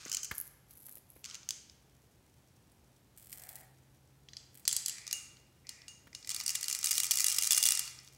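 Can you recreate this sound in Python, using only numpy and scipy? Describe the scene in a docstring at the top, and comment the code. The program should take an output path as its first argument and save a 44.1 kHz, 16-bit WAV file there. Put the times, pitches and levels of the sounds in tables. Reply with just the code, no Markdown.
"""Plastic toys over slime

Hollow plastic toys are handled over a glass tray of slime, close by in a quiet room. A red toy clicks open,
beads plop and patter, the toy is put down, and a star-shaped box crackles; toys clack and a green one rattles.
Touches are noise bursts through resonant shells; patter, crackle and rubbing are streams of tiny impacts.
Slime thuds are falling sines, ringing parts are decaying sines, and diffuse reflections surround the toys."""
import sys
import numpy as np
from scipy import signal
from scipy.fft import rfft, irfft
from scipy.io import wavfile

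SR = 44100
rng = np.random.default_rng(int(sys.argv[2]) if len(sys.argv) > 2 else 0)


def to_wav(sig):
    """Store sig (one row per channel, or 1-D mono) as 16-bit WAV at the path in sys.argv[1].

    Samples outside -1..1 are clipped; the rate is SR.
    """
    pcm = np.clip(np.atleast_2d(sig), -1, 1) * 32767
    pcm = np.round(pcm).astype(np.int16)
    wavfile.write(sys.argv[1], SR, pcm.T)  # frames by channels


N = 360297

# Touch levels below are set before the treble lift and dulling; the dB of colours and resonances are relative.
# Still air. Each row: frequency in Hz, relative level in dB per Hz.
AIR_COLOUR = [(15, -68), (25, -41), (55, -4.5), (130, -7.5), (161, -10.5), (285, -14), (695, -21.5),
              (796, -21), (1100, -26), (9840, -34.5), (12200, -33.5), (16000, -39)]
# Swell of the hum. Each row: time in seconds, RMS level in dB.
HUM_SWELL = [(0, -72), (3.2, -78), (3.7, -66.5), (4.6, -70), (6, -73.5), (7.6, -75), (7.9, -66.5)]
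# Decay of the room. Each row: frequency in Hz, time to fall 60 dB in seconds.
ROOM_DECAY = [(200, .6), (1000, 0.93), (3000, 0.8), (7000, .5), (11000, .5), (16000, .3)]
# Strength of the reverberation. Each row: frequency in Hz, level in dB before each source's send.
ROOM_LEVEL = [(200, -9), (1000, 2), (3000, -6), (7000, -6), (11000, -10.5), (16000, -16)]

# Fingers rub the red toy. Each row: start in seconds, length in seconds, level in dB.
RED_RUBS = [(-.02, 0.21, -54), (.7, 0.011, -57.5), (1.23, 0.13, -56)]
# Hollow of the rubbed red toy. Each row: centre in Hz, half-width in Hz, relative level in dB.
RED_CAVITY = [(1506, 340, -6.5), (2830, 500, -8.5), (4870, 2050, 2.5)]
# The red toy's mouth clicks as the box is pried out.
# Each row: start in seconds, level in dB, time to the first rebound in seconds, number of touches.
RED_CLICKS = [(.0508, -43, 0.03, 2), (.0962, -40, 0, 1), (.1161, -32, 0.011, 3), (.1461, -29, 0, 1),
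              (.1685, -30, 0, 1), (.2308, -34.5, .014, 2), (.253, -42, 0, 1)]
# The red toy is put down.
# Each row: start in seconds, level in dB, time to the first rebound in seconds, number of touches.
RED_BUMPS = [(1.2426, -40, .0088, 3), (1.2986, -43, .012, 2), (1.3439, -39.5, .0081, 2),
             (1.4308, -49, 0, 1), (1.4891, -31, .0175, 2), (1.6969, -48, 0, 1)]
# Broad colour of the red toy. Each row: frequency in Hz, relative level in dB per Hz.
RED_COLOUR = [(240, -66), (400, -29), (852, -35), (1460, -27), (2710, -14.5), (3020, -7), (3930, -12),
              (6440, 0), (10100, -16), (16000, -22)]
# Its shell as it clicks. Each row: frequency in Hz, width in Hz, dB added to the colour.
RED_CLICK_MODES = [(1503, 110, 10), (3580, 430, -17), (6000, 720, 0), (7000, 440, 3), (7700, 310, 2)]
# Its shell as it is put down. Each row: frequency in Hz, width in Hz, dB added to the colour.
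RED_BUMP_MODES = [(1570, 180, 5.4), (2150, 480, 4), (3500, 380, 0.96), (4500, 570, 2.7), (6260, 340, 2.3),
                  (8800, 900, 3.6)]

# Soft landings in the slime. Each row: start in seconds, thud level in dB, final pitch in Hz, splat level in dB.
LANDINGS = [(0.059, -44.5, 206, -47), (.312, -41, 68, -32.5), (0.882, -72, 302.5, -57.5),
            (0.968, -56.5, 278, -62.5), (1.162, -53.5, 260, -62), (6.07, -56, 152, -54)]
# Colour of the splat. Each row: frequency in Hz, relative level in dB per Hz.
SPLAT_COLOUR = [(150, -10), (400, -6), (900, -3.5), (1800, 4), (3000, -5), (7000, -14.5), (16000, -12)]

# Spills of beads. Each row: start in seconds, length in seconds, level in dB.
BEAD_SPILLS = [(.335, 0.053, -45.5), (.445, .025, -48), (.68, 0.14, -58), (.81, 0.17, -53),
               (1.08, 0.14, -65)]
# Beads that land hard. Each row: start in seconds, level in dB.
HARD_BEADS = [(.3817, -39), (.3905, -54), (.4012, -42), (.4127, -41.5), (.7301, -61), (.8696, -51),
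              (.9552, -49), (1.1021, -52.5)]
# Colour of the beads. Each row: frequency in Hz, relative level in dB per Hz.
BEAD_COLOUR = [(2500, -32), (7000, -22), (9500, -16), (11600, -5), (13500, -13.5), (16000, -15)]

# Sharp snaps of the star box. Each row: start in seconds, level in dB.
BOX_SNAPS = [(2.7184, -61), (3.3169, -53), (3.3283, -39), (3.3748, -52), (3.3983, -50), (3.4366, -45.5),
             (3.4907, -40.5), (3.5114, -51), (3.556, -41.5)]
# Fingers squeeze the star box. Each row: start in seconds, length in seconds, level in dB.
BOX_SQUEEZES = [(3.16, 0.17, -58.5), (3.3, .31, -56), (4.535, 0.028, -53)]
# The star box slides. Each row: start in seconds, length in seconds, level in dB.
BOX_SLIDES = [(3.31, .32, -65)]
# Broad colour of the box. Each row: frequency in Hz, relative level in dB per Hz.
BOX_COLOUR = [(710, -45), (1200, -16), (1830, -24.5), (3400, -10.5), (3660, -17), (4220, -9), (6230, -10.5),
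              (8170, 0), (10100, -3), (12500, 1), (16000, -2.5)]
# Shell of the box. Each row: frequency in Hz, width in Hz, dB added to the colour.
BOX_MODES = [(2000, 1000, 13), (3500, 250, 3.5), (5720, 170, 2.6)]
# Hollow of the sliding box. Each row: centre in Hz, half-width in Hz, relative level in dB.
BOX_CAVITY = [(700, 127, -0.8), (1950, 300, 0.35)]

# Toys clack together as the green one is picked out. Each row: start in seconds, level in dB.
TOY_CLACKS = [(4.2866, -43.5), (4.3336, -41.5), (4.3683, -36.5), (4.653, -35), (4.6781, -21.5),
              (4.6921, -31.5), (4.7126, -33), (4.7277, -28.5), (4.7545, -39), (4.7651, -26.5),
              (4.8605, -29), (4.8828, -30.5), (4.8957, -31.5)]
# Colour of shell on shell. Each row: frequency in Hz, relative level in dB per Hz.
CLACK_COLOUR = [(350, -64), (600, -33), (1830, -19.5), (2680, -14), (3430, -5), (3730, -13.5), (5050, -4),
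                (6550, -1), (7830, 0), (16000, -17)]
# Resonances of shell on shell. Each row: frequency in Hz, width in Hz, dB added to the colour.
CLACK_MODES = [(1950, 230, 6), (4090, 320, 8), (4700, 260, 8), (7850, 450, 4.5)]

# Fingers rub the green toy. Each row: start in seconds, length in seconds, level in dB.
GREEN_RUBS = [(4.9, 0.19, -61.5), (5.64, .2, -66)]
# Hollow of the rubbed green toy. Each row: centre in Hz, half-width in Hz, relative level in dB.
GREEN_CAVITY = [(2070, 210, -1), (2330, 120, -6)]
# Single knocks as the green toy is lifted and turned. Each row: start in seconds, level in dB.
GREEN_HANDLING = [(4.9827, -38.5), (5.067, -36.5), (5.077, -34), (5.1107, -32.5), (5.1278, -26.5),
                  (5.3685, -50.5), (5.669, -43.5), (5.6914, -33), (5.818, -47.5), (5.8813, -37),
                  (6.1295, -47), (6.149, -35), (6.2267, -43.5), (6.246, -41), (6.273, -34.5), (7.8766, -35),
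                  (7.988, -42), (8.0755, -46.5)]
# Shaking throws the loose parts against the shell.
# Each row: start in seconds, level in dB, time to the first rebound in seconds, number of touches.
GREEN_THROWS = [(6.2922, -29.5, .0105, 4), (6.3454, -29.5, .0176, 2), (6.401, -31.5, .009, 2),
                (6.462, -27.5, 0, 1), (6.479, -27, .0137, 3), (6.5518, -27.5, .0036, 2),
                (6.6293, -29.5, .0122, 2), (6.6823, -28, .0165, 3), (6.7269, -27.5, .0221, 2),
                (6.8289, -31.5, 0, 1), (6.843, -25, .0157, 3), (6.9091, -25.5, .0036, 2),
                (6.9289, -28.5, .025, 2), (6.9796, -24, .0211, 2), (7.033, -26.5, .01, 2),
                (7.1097, -23, .007, 2), (7.172, -26, .014, 3), (7.2432, -23, .0225, 3),
                (7.3053, -29.5, .011, 2), (7.3841, -22.5, 0, 1), (7.4228, -26, .0116, 3),
                (7.5071, -21.5, .0135, 3), (7.5465, -25.5, .018, 2), (7.5765, -23, .0033, 2),
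                (7.6276, -22.5, .0095, 2), (7.6542, -22, .008, 2), (7.6871, -22.5, .019, 3),
                (7.7513, -27.5, .0217, 2), (7.7928, -26, 0, 1)]
# Vigour of the shaking, before the chatter trim. Each row: time in seconds, level in dB.
SHAKE_VIGOUR = [(6.1, -73), (6.18, -64), (6.46, -42.5), (6.78, -37.5), (7.06, -29.5), (7.6, -30.5),
                (7.67, -27), (7.95, -57), (8.15, -59.5)]
# Broad colour of the green toy. Each row: frequency in Hz, relative level in dB per Hz.
GREEN_COLOUR = [(210, -46.5), (350, -31), (1680, -14.5), (2000, -8), (2630, -11.5), (2800, -7), (4180, -4),
                (5220, 2.5), (8710, 3), (16000, -11)]
# Shell of the green toy. Each row: frequency in Hz, width in Hz, dB added to the colour.
GREEN_MODES = [(1233, 88, 9), (1997, 66, 5.5), (2410, 180, 7.5), (3100, 850, -2.5), (4480, 71, 6),
               (5240, 38, 5.5), (7170, 290, 2.5), (7480, 270, 0), (8170, 510, 1.5), (10100, 140, 1),
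               (15200, 2400, 4.5)]
# Tones of the green toy's parts. Each row: frequency in Hz, level in dB relative to a firm knock,
# time to fall 60 dB in seconds, dB gained per dB of a harder knock, level in dB of a flick of 0 dB.
PART_TONES = [(2787, -22, 0.15, 1.7, -41), (2847, -20, 0.2, 1.8, -39), (3403, -5.5, 0.034, 6.5, -77),
              (6570, -52, 0.13, 3.5, -39)]
# The springy part is flicked directly. Each row: start in seconds, strength in dB.
PART_FLICKS = [(5.129, -2), (5.881, -14.5), (6.147, -19)]
# Sizzle of the flicked part. Each row: frequency in Hz, relative level in dB per Hz.
SIZZLE_COLOUR = [(2000, -51), (5500, -26), (6600, 7), (7600, -11), (9300, -1.5), (10200, -33), (16000, -18)]

AIR_DB, HUM_HZ = -66, 131.6
CHATTER_DB = -7.5       # trim of the light touches against the vigour
FIRM_KNOCK_DB = -22     # reference knock for the ringing parts
REBOUND_SHARE = .75     # each rebound takes this share of the time of the one before
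CONTACT_S = .0045       # a touch's level is its RMS as if spread over this time
CUTOFF_HZ = 15800
SIZE = 4096             # samples in a short sound
GRID_HZ = np.maximum(np.arange(SIZE // 2 + 1) * SR / SIZE, 1)
AGE = np.arange(SIZE) / SR
TIME = np.arange(N) / SR


def from_db(db):
    """Turn decibels into an amplitude factor."""
    return 10 ** (np.asarray(db) / 20)


def rms_one(x):
    """Scale a sound to an RMS of one."""
    return x / np.sqrt(np.mean(x ** 2) + 1e-20)


def at_hz(points, hz):
    """Read a table on a log-frequency axis."""
    table = np.array(points)
    return np.interp(np.log(hz), np.log(table[:, 0]), table[:, 1])


def in_time(rows):
    """Read a level curve at every sample."""
    s, level = np.transpose(rows)
    return np.interp(TIME, s, level)


def add(out, s, sound):
    """Mix a short sound in at time s."""
    at = max(round(s * SR), 0)
    out[at:at + len(sound)] += sound[:N - at]


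def through(x, response):
    """Pass a sound through a body or room, keeping its length."""
    return signal.fftconvolve(x, response)[:len(x)]


def band_of(x, low, high):
    """Keep only the band between two frequencies in Hz."""
    return signal.sosfilt(signal.butter(2, [low, high], "band", fs=SR, output="sos"), x)


def body_db(colour, resonances=()):
    """A body's gain by frequency: a broad colour with resonances laid over it."""
    gain_db = at_hz(colour, GRID_HZ)
    for hz, width, db in resonances:
        gain_db = gain_db + db / (1 + (2 * (GRID_HZ - hz) / width) ** 2)
    return gain_db


def impulse(gain_db):
    """The causal (minimum-phase) response that has these gains."""
    cepstrum = irfft(np.log(from_db(gain_db)))
    cepstrum[1:SIZE // 2] *= 2
    cepstrum[SIZE // 2 + 1:] = 0
    return irfft(np.exp(rfft(cepstrum)))


def contact(gain_db, grind_s, skid_db, skid_s, lift_db=0):
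    """One touch: a brief burst of micro-impacts and a weaker skid, sounding through a body."""
    phase = AGE / (grind_s * from_db(rng.normal(0, 1.5)))   # no two bursts last equally long
    burst = phase ** .5 * np.exp(-phase ** 2)
    skid = from_db(skid_db) * np.exp(-AGE / skid_s)
    force = rng.standard_normal(SIZE) * (burst + skid)
    energy = np.mean(np.abs(rfft(force) * from_db(gain_db)) ** 2)   # leaves the lift out
    return through(force, impulse(gain_db + lift_db)) / np.sqrt(energy / (CONTACT_S * SR))


def knocks(rows, gain_db, grind_s, skid_db, skid_s, treble_db, firm_db, dulling):
    """Touches that dull the further they fall below a firm one: the direct sound, and the room's share."""
    direct, spread = np.zeros((2, N))
    treble = 1 / (1 + (8000 / GRID_HZ) ** 6)
    modes_hz = np.arange(0, SR / 2, 350)
    unit = np.sqrt(CONTACT_S * SR / np.mean(from_db(gain_db) ** 2))
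    for s, level_db in rows:
        lift_db = (treble_db - dulling * max(firm_db - level_db, 0)) * treble
        # each spot struck aims other modes at the microphone; the room's share keeps the even colour
        spot_db = np.interp(GRID_HZ, modes_hz, rng.normal(0, 3.5, len(modes_hz)))
        touch = contact(gain_db + spot_db, grind_s, skid_db, skid_s, lift_db)
        add(direct, s, from_db(level_db) * touch)
        add(spread, s, from_db(level_db) * unit * impulse(gain_db + lift_db))
    return np.array([direct, spread])


def rebounds(rows, loss_db):
    """Each blow bounces, every gap shorter and touch weaker than the last; gives (s, dB) of all touches."""
    touches = []
    for s, db, gap, count in rows:
        for k in range(count):
            delay = gap * sum(REBOUND_SHARE ** j for j in range(k))
            touches.append((s + delay, db - loss_db * k))
    return touches


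def grains(per_s, spread_db):
    """Tiny impacts at random moments, most weak and a few strong."""
    sizes = from_db(spread_db * np.minimum(rng.exponential(1, N), 3.5))
    signs = rng.choice([-1, 1], N)
    return sizes * signs * (rng.random(N) < per_s / SR)


def gestures(rows, attack_s, release_s):
    """Gain of hand movements that swell, hold and die away."""
    gain = np.zeros(N)
    for s, length, db in rows:
        swell = np.clip((TIME - s) / attack_s, 0, 1)
        release = np.exp(-np.maximum(TIME - s - length, 0) / release_s)
        gain += from_db(db) * swell * release
    return gain


def rub(gain, resonances):
    """A stream of tiny slips sounds a hollow body's resonances."""
    slips = grains(per_s=1500, spread_db=3) + 1e-18
    rings = sum(from_db(db) * rms_one(band_of(slips, hz - width, hz + width)) for hz, width, db in resonances)
    return gain * rms_one(rings)


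def background():
    """Still room air is coloured noise; a faint hum is a sine with slowly wavering phase."""
    hz = np.maximum(np.arange(N // 2 + 1) * SR / N, 1)
    air = irfft(rfft(rng.standard_normal(N)) * from_db(at_hz(AIR_COLOUR, hz)), N)
    waver = rms_one(irfft(rfft(rng.standard_normal(N)) / (1 + (hz / 2) ** 2), N))
    hum = np.sqrt(2) * np.sin(2 * np.pi * HUM_HZ * TIME + 1.7 * waver)
    return from_db(AIR_DB) * rms_one(air) + from_db(in_time(HUM_SWELL)) * hum


def room_response(gap_s=0.00088):
    """Diffuse reflections begin after a short gap and die band by band."""
    age, response = TIME[:SR], np.zeros(SR)
    edges = np.geomspace(100, 18000, 14)
    for low, high in zip(edges, edges[1:]):
        hz = np.sqrt(low * high)
        band = band_of(rng.standard_normal(SR), low, high)
        fade = from_db(-60 * age / at_hz(ROOM_DECAY, hz)) * np.clip(age / gap_s - 1, 0, 1)
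        response += from_db(at_hz(ROOM_LEVEL, hz)) * band * fade / np.sqrt(np.sum(fade ** 2))
    return response


def room(x, count=2):
    """The toys keep moving, so the sound crossfades in turn between different sets of reflections."""
    place = TIME / .023   # seconds from one set to the next
    out = np.zeros(N)
    for k in range(count):
        nearness = np.clip(1 - np.abs((place - k) % count - 1), 0, 1)
        out += through(x * np.sin(np.pi / 2 * nearness), room_response())
    return out


def red_toy():
    """Stiff, dull clicks of a thick shell, fingers rubbing on it, and its bumps on the table."""
    clicks = knocks(rebounds(RED_CLICKS, loss_db=2), body_db(RED_COLOUR, RED_CLICK_MODES),
                    grind_s=0.0031, skid_db=-21, skid_s=0.0042, treble_db=1.0, firm_db=-38, dulling=.7)
    bumps = knocks(rebounds(RED_BUMPS, loss_db=0.5), body_db(RED_COLOUR, RED_BUMP_MODES),
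                   grind_s=0.0018, skid_db=-21, skid_s=0.003, treble_db=0, firm_db=-37, dulling=2.3)
    rubbing = rub(gestures(RED_RUBS, attack_s=0.02, release_s=0.0074), RED_CAVITY)
    return clicks + bumps + rubbing


def plops(drop_hz=600, fall_s=0.0021, fade_cycles=0.61):
    """A landing splats, and the yielding slime gives a short thud that drops in pitch."""
    out = np.zeros(N)
    for s, level_db, end_hz, splat_db in LANDINGS:
        pitch = end_hz + drop_hz * np.exp(-AGE / fall_s)
        cycles = np.cumsum(pitch) / SR
        decay = AGE * (end_hz + 60) / fade_cycles
        thud = decay * np.exp(1 - decay) * np.sin(2 * np.pi * cycles)
        splat = contact(body_db(SPLAT_COLOUR), grind_s=0.0072, skid_db=-7.0, skid_s=.012)
        add(out, s, from_db(level_db) * thud)
        add(out, s, from_db(splat_db) * splat)
    return out


def beads():
    """Tiny beads land with very short, high ticks, singly or in a dense patter."""
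    colour = body_db(BEAD_COLOUR)
    ticks = knocks(HARD_BEADS, colour, grind_s=0.00039, skid_db=-38, skid_s=0.0041,
                   treble_db=9, firm_db=-40.5, dulling=0.61)
    patter = rms_one(through(grains(per_s=410, spread_db=4.5), impulse(colour)))
    return ticks + gestures(BEAD_SPILLS, attack_s=0.026, release_s=0.0087) * patter


def star_box():
    """The little box snaps and crackles under the fingers and sounds hollow as it slides."""
    colour = body_db(BOX_COLOUR, BOX_MODES)
    snaps = knocks(BOX_SNAPS, colour, grind_s=0.00028, skid_db=-14.0, skid_s=0.005,
                   treble_db=-0.5, firm_db=-45, dulling=0)
    crackle = rms_one(through(grains(per_s=290, spread_db=3), impulse(colour)))
    squeeze = gestures(BOX_SQUEEZES, attack_s=0.0084, release_s=0.034)
    slide = rub(gestures(BOX_SLIDES, attack_s=0.07, release_s=0.02), BOX_CAVITY)
    return snaps + squeeze * crackle + slide


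def clacks():
    """Hard shells bump into one another: very short bursts with a strong skid."""
    return knocks(TOY_CLACKS, body_db(CLACK_COLOUR, CLACK_MODES), grind_s=0.00069, skid_db=-4.5, skid_s=0.0035,
                  treble_db=3.0, firm_db=-29.5, dulling=3.3)


def green_toy():
    """Loose parts knock, ring and chatter in a thin shell while fingers shift their grip."""
    shell = body_db(GREEN_COLOUR, GREEN_MODES)
    touches = GREEN_HANDLING + rebounds(GREEN_THROWS, loss_db=1.0)
    hits = knocks(touches, shell, grind_s=0.002, skid_db=-13.5, skid_s=0.0053,
                  treble_db=1.0, firm_db=-25, dulling=1.5)
    light = np.zeros(N)
    for _ in range(4):   # four kinds of light touch
        touch = contact(shell, grind_s=0.0024, skid_db=-19, skid_s=0.0043)
        light += through(grains(per_s=22, spread_db=3), touch)
    chatter = from_db(in_time(SHAKE_VIGOUR) + CHATTER_DB) * rms_one(light)
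    rubbing = rub(gestures(GREEN_RUBS, attack_s=0.011, release_s=0.016), GREEN_CAVITY)
    return hits + ringing_parts(touches) + chatter + rubbing


def ringing_parts(touches, sizzle_db=-41, sizzle_s=0.058):
    """Knocks of the green toy feed decaying tones, some mainly when hard; a flick also sizzles."""
    out, age = np.zeros(N), TIME[:SR // 3]
    for hz, level_db, t60, growth, flick_db in PART_TONES:
        blows = [(s, level_db + FIRM_KNOCK_DB + growth * (db - FIRM_KNOCK_DB)) for s, db in touches]
        flicks = [(s, flick_db + db) for s, db in PART_FLICKS]
        fade = from_db(-60 * age / t60)
        for s, db in blows + flicks:
            pitch = hz * (1 + rng.normal(0, .009))
            add(out, s, from_db(db) * fade * np.sin(2 * np.pi * pitch * age))
    for s, db in PART_FLICKS:
        buzz = rms_one(through(rng.standard_normal(len(age)), impulse(body_db(SIZZLE_COLOUR))))
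        add(out, s, from_db(sizzle_db + db) * buzz * np.exp(-age / sizzle_s))
    return out


def scene():
    """Toys, beads and slime are heard directly and through the room, over the background."""
    red, landings, ticks = red_toy(), plops(), beads() + star_box()
    clack, green = clacks(), green_toy()
    direct = (red + landings + ticks + clack + green)[0]
    # how much of each source is sent to the room
    sends = (from_db(-1.5) * red + from_db(-10.5) * landings + from_db(-1.5) * ticks
             + from_db(0.5) * clack + from_db(-0.5) * green)
    return (direct + room(sends[1]) + background())[None]


def record(dry):
    """The microphone loses the deepest bass, and the top is cut steeply."""
    thinned = signal.sosfilt(signal.butter(2, 32, "high", fs=SR, output="sos"), dry)
    return signal.sosfilt(signal.ellip(10, .2, 70, CUTOFF_HZ, fs=SR, output="sos"), thinned)


dry = scene()
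out = record(dry)
to_wav(out)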